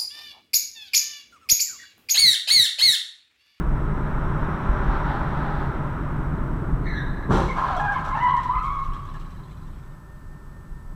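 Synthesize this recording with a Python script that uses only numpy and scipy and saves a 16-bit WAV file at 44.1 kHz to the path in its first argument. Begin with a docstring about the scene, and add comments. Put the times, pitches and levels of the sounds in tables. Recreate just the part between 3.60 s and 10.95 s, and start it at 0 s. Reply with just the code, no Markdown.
"""Street crash heard from a moving car

Low rumble and tyre roar, made of coloured noise, fill the cabin, while another car passes early on.
Ahead, tyres chirp and screech: wavering tones with overtones. Two cars collide in quick bursts of noise.
Debris clatters as noise bursts and short ringing tones, and the street adds an echo.
The listening car slows, and near the end one brake sings faintly as a tone that bends in pitch."""
import sys
import numpy as np
from scipy import signal
from scipy.fft import rfft, irfft, next_fast_len
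from scipy.io import wavfile
from scipy.ndimage import uniform_filter1d, map_coordinates

SR = 44100
rng = np.random.default_rng(int(sys.argv[2]) if len(sys.argv) > 2 else 0)


def persist_wave(psi):
    """Save psi, clipped to +-1, as 16-bit WAV."""
    counts = np.round(np.clip(psi, -1, 1) * 32767).astype(np.int16)
    wavfile.write(sys.argv[1], SR, np.atleast_2d(counts).T)


N = 324261

# Body panels colliding: start_s, thud_db, crunch_db, fade_s (time to fall 60 dB)
BLOWS = [(3.602, -46, -38, .15), (3.687, -16, -32.5, 0.35), (3.703, -18, -18.5, 0.32),
         (3.736, -15, -21, 0.27), (3.776, -17, -24, 0.49), (3.81, -35, -27.5, 0.35)]
# Hollow resonances of the panels: pitch_hz, width_hz, relative_level_db
PANEL_MODES = [(41, 15, 11.5), (119, 28, 5.5), (168, 43, 7), (246, 34, 1.5), (336, 130, -1),
               (446, 31, -2.5)]
# Colour of the crunch: pitch_hz, relative_level_db (per Hz)
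CRUNCH_COLOUR = [(260, -46), (450, -22), (503, -1.5), (695, -12), (788, -2), (1060, -1.5), (1140, -6.5),
                 (1660, -11), (2400, -50), (3120, -68), (5280, -120)]
# Colour of breaking plastic and glass: pitch_hz, relative_level_db (per Hz)
SHARD_COLOUR = [(600, -71), (1200, -25.5), (1700, 10), (2500, 7), (4000, 7.5), (4800, -3.5), (6000, 2.5),
                (6600, -7), (7500, -2.5), (9100, -13.5), (11100, -15), (15900, -35.5)]
# Lamps and bumpers splintering
SHATTER_START_S, SHATTER_LENGTH_S, SHATTER_DB = 3.695, 0.081, -39

# The swerve before the blow: time_s, pitch_hz, level_db
SWERVE = [(3.22, 1856, -68), (3.27, 1784, -35.5), (3.4, 1638, -32), (3.47, 1633, -39.5),
          (3.55, 1687, -49.5), (3.64, 1734, -37.5), (3.71, 1646, -54)]
# The second swerving tyre: pitch ratio, level against the first, and its loss from the swerve's start
PARTNER_RATIO, PARTNER_DB, PARTNER_FADE_DB_PER_S = 1.155, -2.5, 24.5
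# Pitch of the spinning car's front tyres: time_s, pitch_hz
FRONT_PITCH = [(4.12, 808), (4.175, 655.6), (4.2, 833), (4.29, 809.5), (4.54, 865), (4.64, 975),
               (4.72, 996.6), (4.81, 939.4), (5.12, 1108), (5.8, 1115)]
# Pitch of its rear tyres: time_s, pitch_hz
REAR_PITCH = [(3.9, 1045), (4.38, 1028), (4.82, 1068), (4.9, 1108), (5.02, 1249), (5.15, 1181)]
# Front tyres biting, before the spin fades: start_s, length_s, level_db, roughness (0-1), octave_db
# (octave_db is the octave overtone before squeal() lowers it by 1 dB and wavers it)
FRONT_BITES = [(4.095, 0.085, -26.5, 0.68, -11), (4.19, .15, -28.5, 0.38, 1.5),
               (4.545, 0.12, -23.5, 0.64, -5.5), (4.625, 0.13, -18.5, .36, -18.5),
               (4.845, 0.13, -25, 0.54, -19.5), (5.03, 0.081, -29, 0.5, -14),
               (5.115, 0.11, -24, 0.34, -21.5), (5.24, 0.6, -29, 0.49, -23)]
# Rear tyres biting, same meaning: start_s, length_s, level_db, roughness (0-1), octave_db
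REAR_BITES = [(3.89, 0.013, -24.5, 0.34, -13), (3.98, 0.088, -25.5, 0.31, -23),
              (4.35, 0.028, -23.5, .6, -19), (4.5, 0.042, -26, 0.61, -22), (4.68, .11, -25.5, .4, -19),
              (4.9, .18, -28.5, 0.76, -23.5), (5.14, .6, -33.5, 0.81, -32)]
# Rise time and 60 dB fall time of each bite; then when the spin runs out and how fast it fades
BITE_RISE_S, BITE_FADE_S, SPIN_ENDS_S, SPIN_FADE_DB_PER_S = .01, .14, 5.11, 45.5
# Short high yelps of the tread: start_s, length_s, pitch_hz, level_db
YELPS = [(3.88, 0.033, 2167, -33.5), (3.927, 0.025, 2190, -44), (4.337, 0.035, 2172, -40),
         (4.742, 0.066, 1850, -40.5)]
# What the windscreen does to the squeals: pitch_hz, gain_db
WINDSCREEN = [(500, 3), (1700, -3), (2150, -2), (2450, -6), (3000, 2), (3450, -1), (4050, 1), (4600, -13),
              (5300, -4.5), (6000, 10), (8000, -23)]
# Rubber and torn trim scrubbing over the asphalt: time_s, level_db (before wavering)
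SLIDE = [(3.92, -48), (3.98, -24.5), (4.18, -29), (4.28, -34.5), (4.37, -30), (4.6, -30.5), (4.8, -39.5),
         (5.6, -51.5), (6.5, -68)]
# Colour of that scrubbing: pitch_hz, relative_level_db (per Hz)
SCRUB_COLOUR = [(260, -51), (450, -19.5), (643, -11), (835, -3), (932, -5), (1030, 8.5), (1150, -5.5),
                (1310, 1), (1470, -11), (1660, -7), (1850, -21.5), (3890, -32.5), (12000, -59),
                (15600, -76.5), (22000, -120)]

# The largest fragments landing: start_s, level_db (before the overall debris gain)
DEBRIS = [(4.1634, -45.5), (4.1969, -49), (4.3206, -50.5), (4.4448, -46.5), (4.4794, -50), (4.6264, -52),
          (4.7646, -49), (4.8304, -48), (5.0235, -52), (5.0484, -51), (5.1284, -58), (5.1916, -57),
          (5.237, -53), (5.3328, -53.5), (5.453, -58), (5.5364, -56.5), (5.5947, -55), (5.7029, -58)]
# Small pieces tumbling on: first level, then the loss as they scatter
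TUMBLE_START_S, TUMBLE_LENGTH_S, TUMBLE_DB, TUMBLE_LOSS_DB_PER_S = 3.91, 2.25, -51.5, 6.5
# Loose trim and bright shards ringing: start_s, pitch_hz, level_db (before the attack and fade)
CLINKS = [(4.169, 3250, -38), (5.333, 3260, -46.5), (5.545, 1690, -40), (5.555, 4000, -56),
          (5.615, 1646, -58), (5.76, 1698, -49), (5.769, 3930, -56), (5.834, 4010, -54), (6.03, 3916, -59)]

# The listening car's speed: time_s, share_of_cruising_speed
SPEED = [(0, 1.044), (2.2, 0.89), (3.05, 1.034), (3.7, 0.75), (4.4, 0.56), (5.3, 0.39), (6.4, 0.27),
         (7.35, .27)]
# Tyre roar on asphalt: time_s, level_db (before wavering)
ROLL = [(0, -37), (.7, -33), (1.25, -29.5), (1.9, -33), (2.3, -35), (3.2, -39.5), (4.2, -41.5),
        (4.9, -55.5), (7.35, -55)]
# Uneven stretches of road rocking the body: start_s, length_s, level_db
UNEVEN = [(0.0, 0.14, -28), (1.306, .15, -28), (4.963, 0.34, -28), (7.07, .25, -37)]
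# Colour of the body's sway: pitch_hz, relative_level_db (per Hz)
SWAY_COLOUR = [(9, -31.5), (18, -3), (28, 10), (41, -10), (53, 6), (61, -12), (73, -15.5), (105, -54.5),
               (175, -110)]
# Colour of the cabin's early boom: pitch_hz, relative_level_db (per Hz)
BOOM_COLOUR = [(35, -2), (60, -1), (81, -5), (109, -6.5), (147, 0), (204, -9.5), (321, -12.5), (416, -19.5),
               (470, -22.5), (550, -29.5), (720, -27), (1210, -120)]
# Colour of its later boom, at low speed: pitch_hz, relative_level_db (per Hz)
COAST_COLOUR = [(33, -37.5), (58, -31), (78, 1.5), (100, -2.5), (148, -3.5), (165, -1.5), (185, -7.5),
                (260, -13.5), (405, -18), (450, -26.5), (620, -26.5), (800, -53), (1400, -110)]
# Colour of the tyre roar: pitch_hz, relative_level_db (per Hz)
ROAR_COLOUR = [(240, -15.5), (400, 3.5), (468, -9.5), (599, 2.5), (700, -5.5), (830, 0.5), (1010, 4.5),
               (1120, 0), (1290, 3), (1610, -4), (2410, -20.5), (3960, -33), (4630, -50), (5630, -61.5),
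               (9000, -84), (11700, -98), (19800, -120)]
# Colour of the tread's fine hiss: pitch_hz, relative_level_db (per Hz)
TREAD_COLOUR = [(950, -58), (1550, -6), (2050, 5.5), (2550, -7), (3850, -5.5), (4650, -21), (5750, -10.5),
                (6550, -26), (7550, -23.5), (9500, -42), (14000, -80)]
# Levels at cruising speed (dB) and their growth (dB per tenfold speed)
SWAY_DB, SWAY_GROWTH_DB, BOOM_DB, BOOM_GROWTH_DB = -28.5, 22, -26, 33.5
# Tread hiss: level at the loudest roar (dB), and dB lost for each dB the roar drops
FIZZ_DB, FIZZ_FOLLOWS = -52.5, 1.3
# Wheels dropping into dips: start_s, pitch_hz, level_db (before a 6.5 dB boost and the fade)
BUMPS = [(1.091, 43.6, -15.5), (1.28, 38.2, -15), (3.125, 41, -18.5), (4.956, 42.02, -24)]

# Colour of the overtaking car's tyres: pitch_hz, relative_level_db (per Hz)
PASSING_COLOUR = [(450, -33), (820, 10.5), (1100, -7), (1550, 1.5), (1900, -7.5), (2400, -23.5),
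                  (3800, -19.5), (5800, -40), (9000, -51)]
# Echo of the street: pitch_hz, fade_s (time to fall 60 dB)
STREET = [(100, 0.23), (1000, 0.97), (4000, 0.92), (12000, 0.53)]
# Colour of the microphone's own noise: pitch_hz, relative_level_db (per Hz)
HISS_COLOUR = [(200, 2), (2500, 0.5), (5000, -1), (8500, -3.5), (11000, -3.5), (14800, -4.5), (15700, -14)]
TOP_HZ = 15650  # nothing is kept above this


def amp(db):
    """Turn decibels into a multiplier."""
    return 10 ** (np.asarray(db) / 20)


def unit(x):
    """Scale a sound to an average (rms) strength of 1."""
    return x / np.sqrt(np.mean(x ** 2) + 1e-20)


def clock():
    """Give the time of every sample in seconds."""
    return np.arange(N) / SR


def curves(rows):
    """Join table points with straight lines, one curve per column after the time."""
    s, *columns = np.transpose(rows)
    return [np.interp(clock(), s, column) for column in columns]


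def during(rows):
    """Give 1 while a table lasts, with 10 ms soft edges, and 0 elsewhere."""
    since_start = clock() - rows[0][0]
    until_end = rows[-1][0] - clock()
    return np.clip(np.minimum(since_start, until_end) / .01, 0, 1)


def along(points, hz):
    """Read values between (pitch, value) points on a log pitch axis."""
    f, values = np.transpose(points)
    return np.interp(np.log(hz + 1), np.log(f + 1), values)


def wobble(rate):
    """Draw a smooth random curve with this many random points a second."""
    return map_coordinates(rng.standard_normal(N // 8), [clock() * rate], mode="wrap")


def filtered(x, response):
    """Strengthen or weaken each frequency of a sound by a response."""
    m = next_fast_len(N + SR // 2)
    hz = np.fft.rfftfreq(m, 1 / SR)
    return irfft(rfft(x, m) * response(hz), m)[:N]


def noise(colour, grain_db=0):
    """Make coloured noise of rms 1; grain_db clumps it into tiny snaps."""
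    x = rng.standard_normal(N)
    if grain_db:
        x = x * amp(grain_db * wobble(700))
    return unit(filtered(x, lambda hz: amp(along(colour, hz))))


def burst(s, attack, t60):
    """Shape a blow at time s: a quick rise, then a fall of 60 dB in t60 seconds."""
    t = np.maximum(clock() - s, 0)
    return (1 - np.exp(-t / attack)) * np.exp(-np.log(1000) * t / t60)


def held(s, length, attack, t60):
    """Shape a sound that rises at time s, holds until its length has passed and dies away."""
    t = clock() - s
    rise = np.clip(t / attack, 0, 1)
    return rise * np.exp(-np.log(1000) * np.clip((t - length) / t60, 0, 2))


def crash():
    """Panels buckle in quick blows, each a hollow thud and a crunch; splintering swells just behind."""
    def panel_response(f):
        total = 0
        for k, (center, width, db) in enumerate(PANEL_MODES):
            damping = 1j * f * width
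            # neighbouring resonances push in opposite directions
            total = total + (-1) ** k * amp(db) * damping / (center * center - f * f + damping)
        return total / (1 + (f / 650) ** 4)

    hollow = unit(filtered(rng.standard_normal(N), panel_response))
    # overlapping blows add as power
    thud = np.sqrt(sum((amp(db) * burst(s, 0.0041, t60)) ** 2 for s, db, _, t60 in BLOWS))
    crunch = np.sqrt(sum((amp(db) * burst(s, 0.0037, t60)) ** 2 for s, _, db, t60 in BLOWS))
    swell = held(SHATTER_START_S, SHATTER_LENGTH_S, attack=0.035, t60=0.68)
    splinters = amp(SHATTER_DB) * swell * noise(SHARD_COLOUR)
    return thud * hollow + crunch * noise(CRUNCH_COLOUR, grain_db=2.5) + splinters


def skid():
    """Tyres squeal through the windscreen's filter, over noise from scrubbing rubber and trim."""
    slide_db, = curves(SLIDE)
    scrub_gain = amp(slide_db + 2.7 * wobble(35)) * during(SLIDE)
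    scrub = scrub_gain * noise(SCRUB_COLOUR, grain_db=2.0)
    squeals = swerve() + yelps() + spin()
    return filtered(squeals, lambda hz: amp(along(WINDSCREEN, hz))) + scrub


def swerve():
    """Two tyres chirp together under the same load, with pitches that move in step."""
    hz, db = curves(SWERVE)
    low = squeal(hz, rough=0.77, overtones_db=[-34], wander=.018, jitter=0.027, flutter_hz=258.5)
    high = squeal(PARTNER_RATIO * hz, rough=.85, overtones_db=[-8, -33],
                  wander=.01, jitter=0.026, flutter_hz=354)
    elapsed = np.maximum(clock() - SWERVE[0][0], 0)
    partner_db = PARTNER_DB - PARTNER_FADE_DB_PER_S * elapsed
    return amp(db) * during(SWERVE) * (low + amp(partner_db) * high)


def spin():
    """Front and rear tyres bite and screech at mostly climbing pitches, then fade as the spin runs out."""
    gain, rough, octave_db = bites(FRONT_BITES)
    third_db = 0.69 * octave_db - 22  # upper overtones follow the octave only in part
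    front_hz, = curves(FRONT_PITCH)
    front = gain * squeal(front_hz, rough, overtones_db=[octave_db, third_db, third_db - 14.5],
                          wander=0.0285, jitter=0.045, flutter_hz=149.2)
    gain, rough, octave_db = bites(REAR_BITES)
    rear_hz, = curves(REAR_PITCH)
    rear = gain * squeal(rear_hz, rough, overtones_db=[octave_db, octave_db - 14],
                         wander=0.0416, jitter=0.041, flutter_hz=172.8)
    fade_db = -SPIN_FADE_DB_PER_S * np.maximum(clock() - SPIN_ENDS_S, 0)
    return amp(fade_db) * (front + rear)


def yelps():
    """The tread's edge catches for an instant, giving high, rough tones."""
    gain, hz = bites([(s, length, db, hz) for s, length, hz, db in YELPS])
    return gain * squeal(hz, rough=.78, overtones_db=[-26], wander=.02, jitter=.028, flutter_hz=220)


def squeal(hz, rough, overtones_db, wander, jitter, flutter_hz):
    """Tread sticks and slips at a wandering pitch; roughness breaks the tone into beating shreds."""
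    rough = np.clip(rough, 0, 1)
    pitch = hz * (1 + rough * (wander * wobble(45) + jitter * wobble(420)))
    phase = 2 * np.pi * np.cumsum(pitch) / SR
    levels_db = [0] + [db - 1 + 4 * wobble(26) for db in overtones_db]
    out = np.zeros(N)
    for k, level_db in enumerate(levels_db, 1):
        rate = flutter_hz * np.sqrt(k)  # overtones fray more than the fundamental
        shreds = (wobble(rate) + 1j * wobble(rate)) / np.sqrt(2)
        steady = (1 - rough ** 2) ** np.sqrt(k)  # share of power left in the clean tone
        mix = np.sqrt(steady) + np.sqrt(1 - steady) * shreds
        out += amp(level_db) * np.real(mix * np.exp(1j * k * phase))
    return np.sqrt(2) * out


def bites(rows):
    """Join the tyre bites' loudness by power; other columns follow whichever bite is sounding."""
    power = np.array([(amp(db) * held(s, length, BITE_RISE_S, BITE_FADE_S)) ** 2
                      for s, length, db, *_ in rows])
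    total = power.sum(axis=0)
    averages = np.array(rows)[:, 3:].T @ power / (total + 1e-30)
    return np.sqrt(total), *averages


def debris(gain_db=-1, t60=0.21, bright_db=2):
    """Plastic and glass land in short noise bursts, tilted by bright_db per octave, as small bits tumble."""
    landings = np.sqrt(sum((amp(db) * burst(s, 0.001, t60)) ** 2 for s, db in DEBRIS))
    colour = [(hz, db + bright_db * np.log2(hz)) for hz, db in SHARD_COLOUR]
    return amp(gain_db) * landings * noise(colour, grain_db=2.0) + tumble()


def tumble(count=1400, ring_hz=2900, t60=0.077, spread_db=3):
    """Hundreds of small pieces bounce along the road, each ticking at its own four pitches."""
    t = np.arange(SR // 20) / SR
    starts = rng.integers(0, N - len(t), count)  # spread over the whole scene, then faded in and out
    size = amp(spread_db * np.clip(rng.standard_normal((count, 1)), -2, 1.6))
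    pitches = ring_hz * np.exp(0.65 * rng.standard_normal((count, 4, 1)))
    pitches = np.clip(pitches, 900, 12000)
    tones = np.sin(2 * np.pi * pitches * t).sum(axis=1)
    ticks = size * tones * np.exp(-np.log(1000) * t / t60)
    places = starts[:, None] + np.arange(len(t))
    rattle = np.bincount(places.ravel(), ticks.ravel(), N)
    coloured = unit(filtered(rattle, lambda hz: amp(along(SHARD_COLOUR, hz))))
    db = TUMBLE_DB - TUMBLE_LOSS_DB_PER_S * (clock() - TUMBLE_START_S)
    return amp(db) * held(TUMBLE_START_S, TUMBLE_LENGTH_S, attack=.13, t60=1.8) * coloured


def clinks(t60=0.12, second=1.06, third=1.7):
    """Stiff pieces ring with two close tones that beat together and a weaker high one."""
    t = np.arange(SR // 3) / SR
    modes = [(1, .7), (second, .35), (third, .15)]  # pitch ratio, strength
    out = np.zeros(N)
    for s, hz, db in CLINKS:
        ring = sum(gain * np.sin(2 * np.pi * hz * ratio * t) for ratio, gain in modes)
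        shape = amp(db - 60 * t / t60) * (1 - np.exp(-t / .002))
        out[round(s * SR):][:len(t)] += shape * ring
    return out


def road():
    """The body sways, the cabin booms and the tread roars; speed sets the boom and steady sway."""
    speed, = curves(SPEED)
    roar_db, = curves(ROLL)
    decades = np.log10(np.abs(speed))
    early = np.clip((5.0 - clock()) / 0.95, 0, 1)  # 1 at first, 0 from 5 s on
    rocking = sum(amp(db) * held(s, length, attack=.03, t60=0.47) for s, length, db in UNEVEN)
    sway_gain = np.hypot(amp(SWAY_DB + SWAY_GROWTH_DB * decades), rocking)
    sway = sway_gain * noise(SWAY_COLOUR)
    boom_mix = np.sqrt(early) * noise(BOOM_COLOUR) + np.sqrt(1 - early) * noise(COAST_COLOUR)
    boom = amp(BOOM_DB + BOOM_GROWTH_DB * decades) * boom_mix
    roar = amp(roar_db + 0.38 * wobble(9.6)) * noise(ROAR_COLOUR)
    fizz = amp(FIZZ_DB + FIZZ_FOLLOWS * (roar_db - roar_db.max())) * noise(TREAD_COLOUR)
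    return sway + boom + roar + fizz


def drone(hz=143, width_hz=13, level_db=-34.5, growth_db=27):
    """The road excites the cabin's air at its strongest resonance, less as the car slows."""
    speed, = curves(SPEED)
    air = unit(filtered(rng.standard_normal(N), lambda f: 1 / (1 + ((f - hz) / width_hz) ** 4)))
    return amp(level_db + growth_db * np.log10(np.abs(speed))) * air


def bumps(t60=0.21):
    """Each dip sets the car's body shuddering for a few cycles of a fading low tone."""
    out = np.zeros(N)
    for s, hz, db in BUMPS:
        shudder = -np.sin(2 * np.pi * hz * (clock() - s))
        out += amp(db + 6.5) * burst(s, 0.003, t60) * shudder
    return out


def brake(hz=1788, turn_s=.221, rub_at=6.49, bend_hz=32, level_db=-60, full_at=6.45, rise_db_per_s=21):
    """Once a turn the disc's high spot presses the pad: the tone gets higher and louder, then sags back."""
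    db = level_db - rise_db_per_s * np.maximum(full_at - clock(), 0)
    turn = ((clock() - rub_at) / turn_s) % 1
    press = uniform_filter1d(np.clip(1 - turn / .5, 0, 1), size=700)  # soften the jump
    pitch = hz + bend_hz * press + 3 * wobble(70)
    phase = 2 * np.pi * np.cumsum(pitch) / SR
    return amp(db + 5.1 * press) * np.sin(phase)


def overtaking(at=1.11, length=0.92, level_db=-36):
    """A faster car draws level; its tyre roar swells in flurries and drops as it passes the bonnet."""
    swell = held(at, length, attack=0.31, t60=0.73)
    return amp(level_db + 2.4 * wobble(14)) * swell * noise(PASSING_COLOUR)


def street(x):
    """House fronts answer with an echo of fading noise, in which the middle pitches linger longest."""
    hz, t, z = signal.stft(rng.standard_normal(SR), SR, nperseg=256)
    fading = z * amp(-60 * t / along(STREET, hz)[:, None])
    tail = signal.istft(fading, SR, nperseg=256)[1]
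    echo = np.pad(tail, (400, 0)) / np.linalg.norm(tail)  # 400 samples pass before the echo
    return signal.fftconvolve(x, echo)[:N]


def scene():
    """Add the accident and its echo, the overtaking car and the listening car's own sounds."""
    outside = skid() + crash() + debris() + clinks()
    inside = road() + drone() + bumps() + brake()
    return (outside + amp(-9.5) * street(outside) + overtaking() + inside)[None]


def record(dry):
    """The microphone adds hiss and a thin electronic whine, and keeps nothing above its band limit."""
    floor = amp(-66.5) * noise(HISS_COLOUR)
    tones = sum(np.sin(2 * np.pi * hz * clock() + .6 * wobble(25)) for hz in (7903, 7963))
    whine = amp(-76.5) * tones
    return filtered(dry[0] + floor + whine, lambda hz: hz < TOP_HZ)[None]


dry = scene()
out = record(dry)
persist_wave(out)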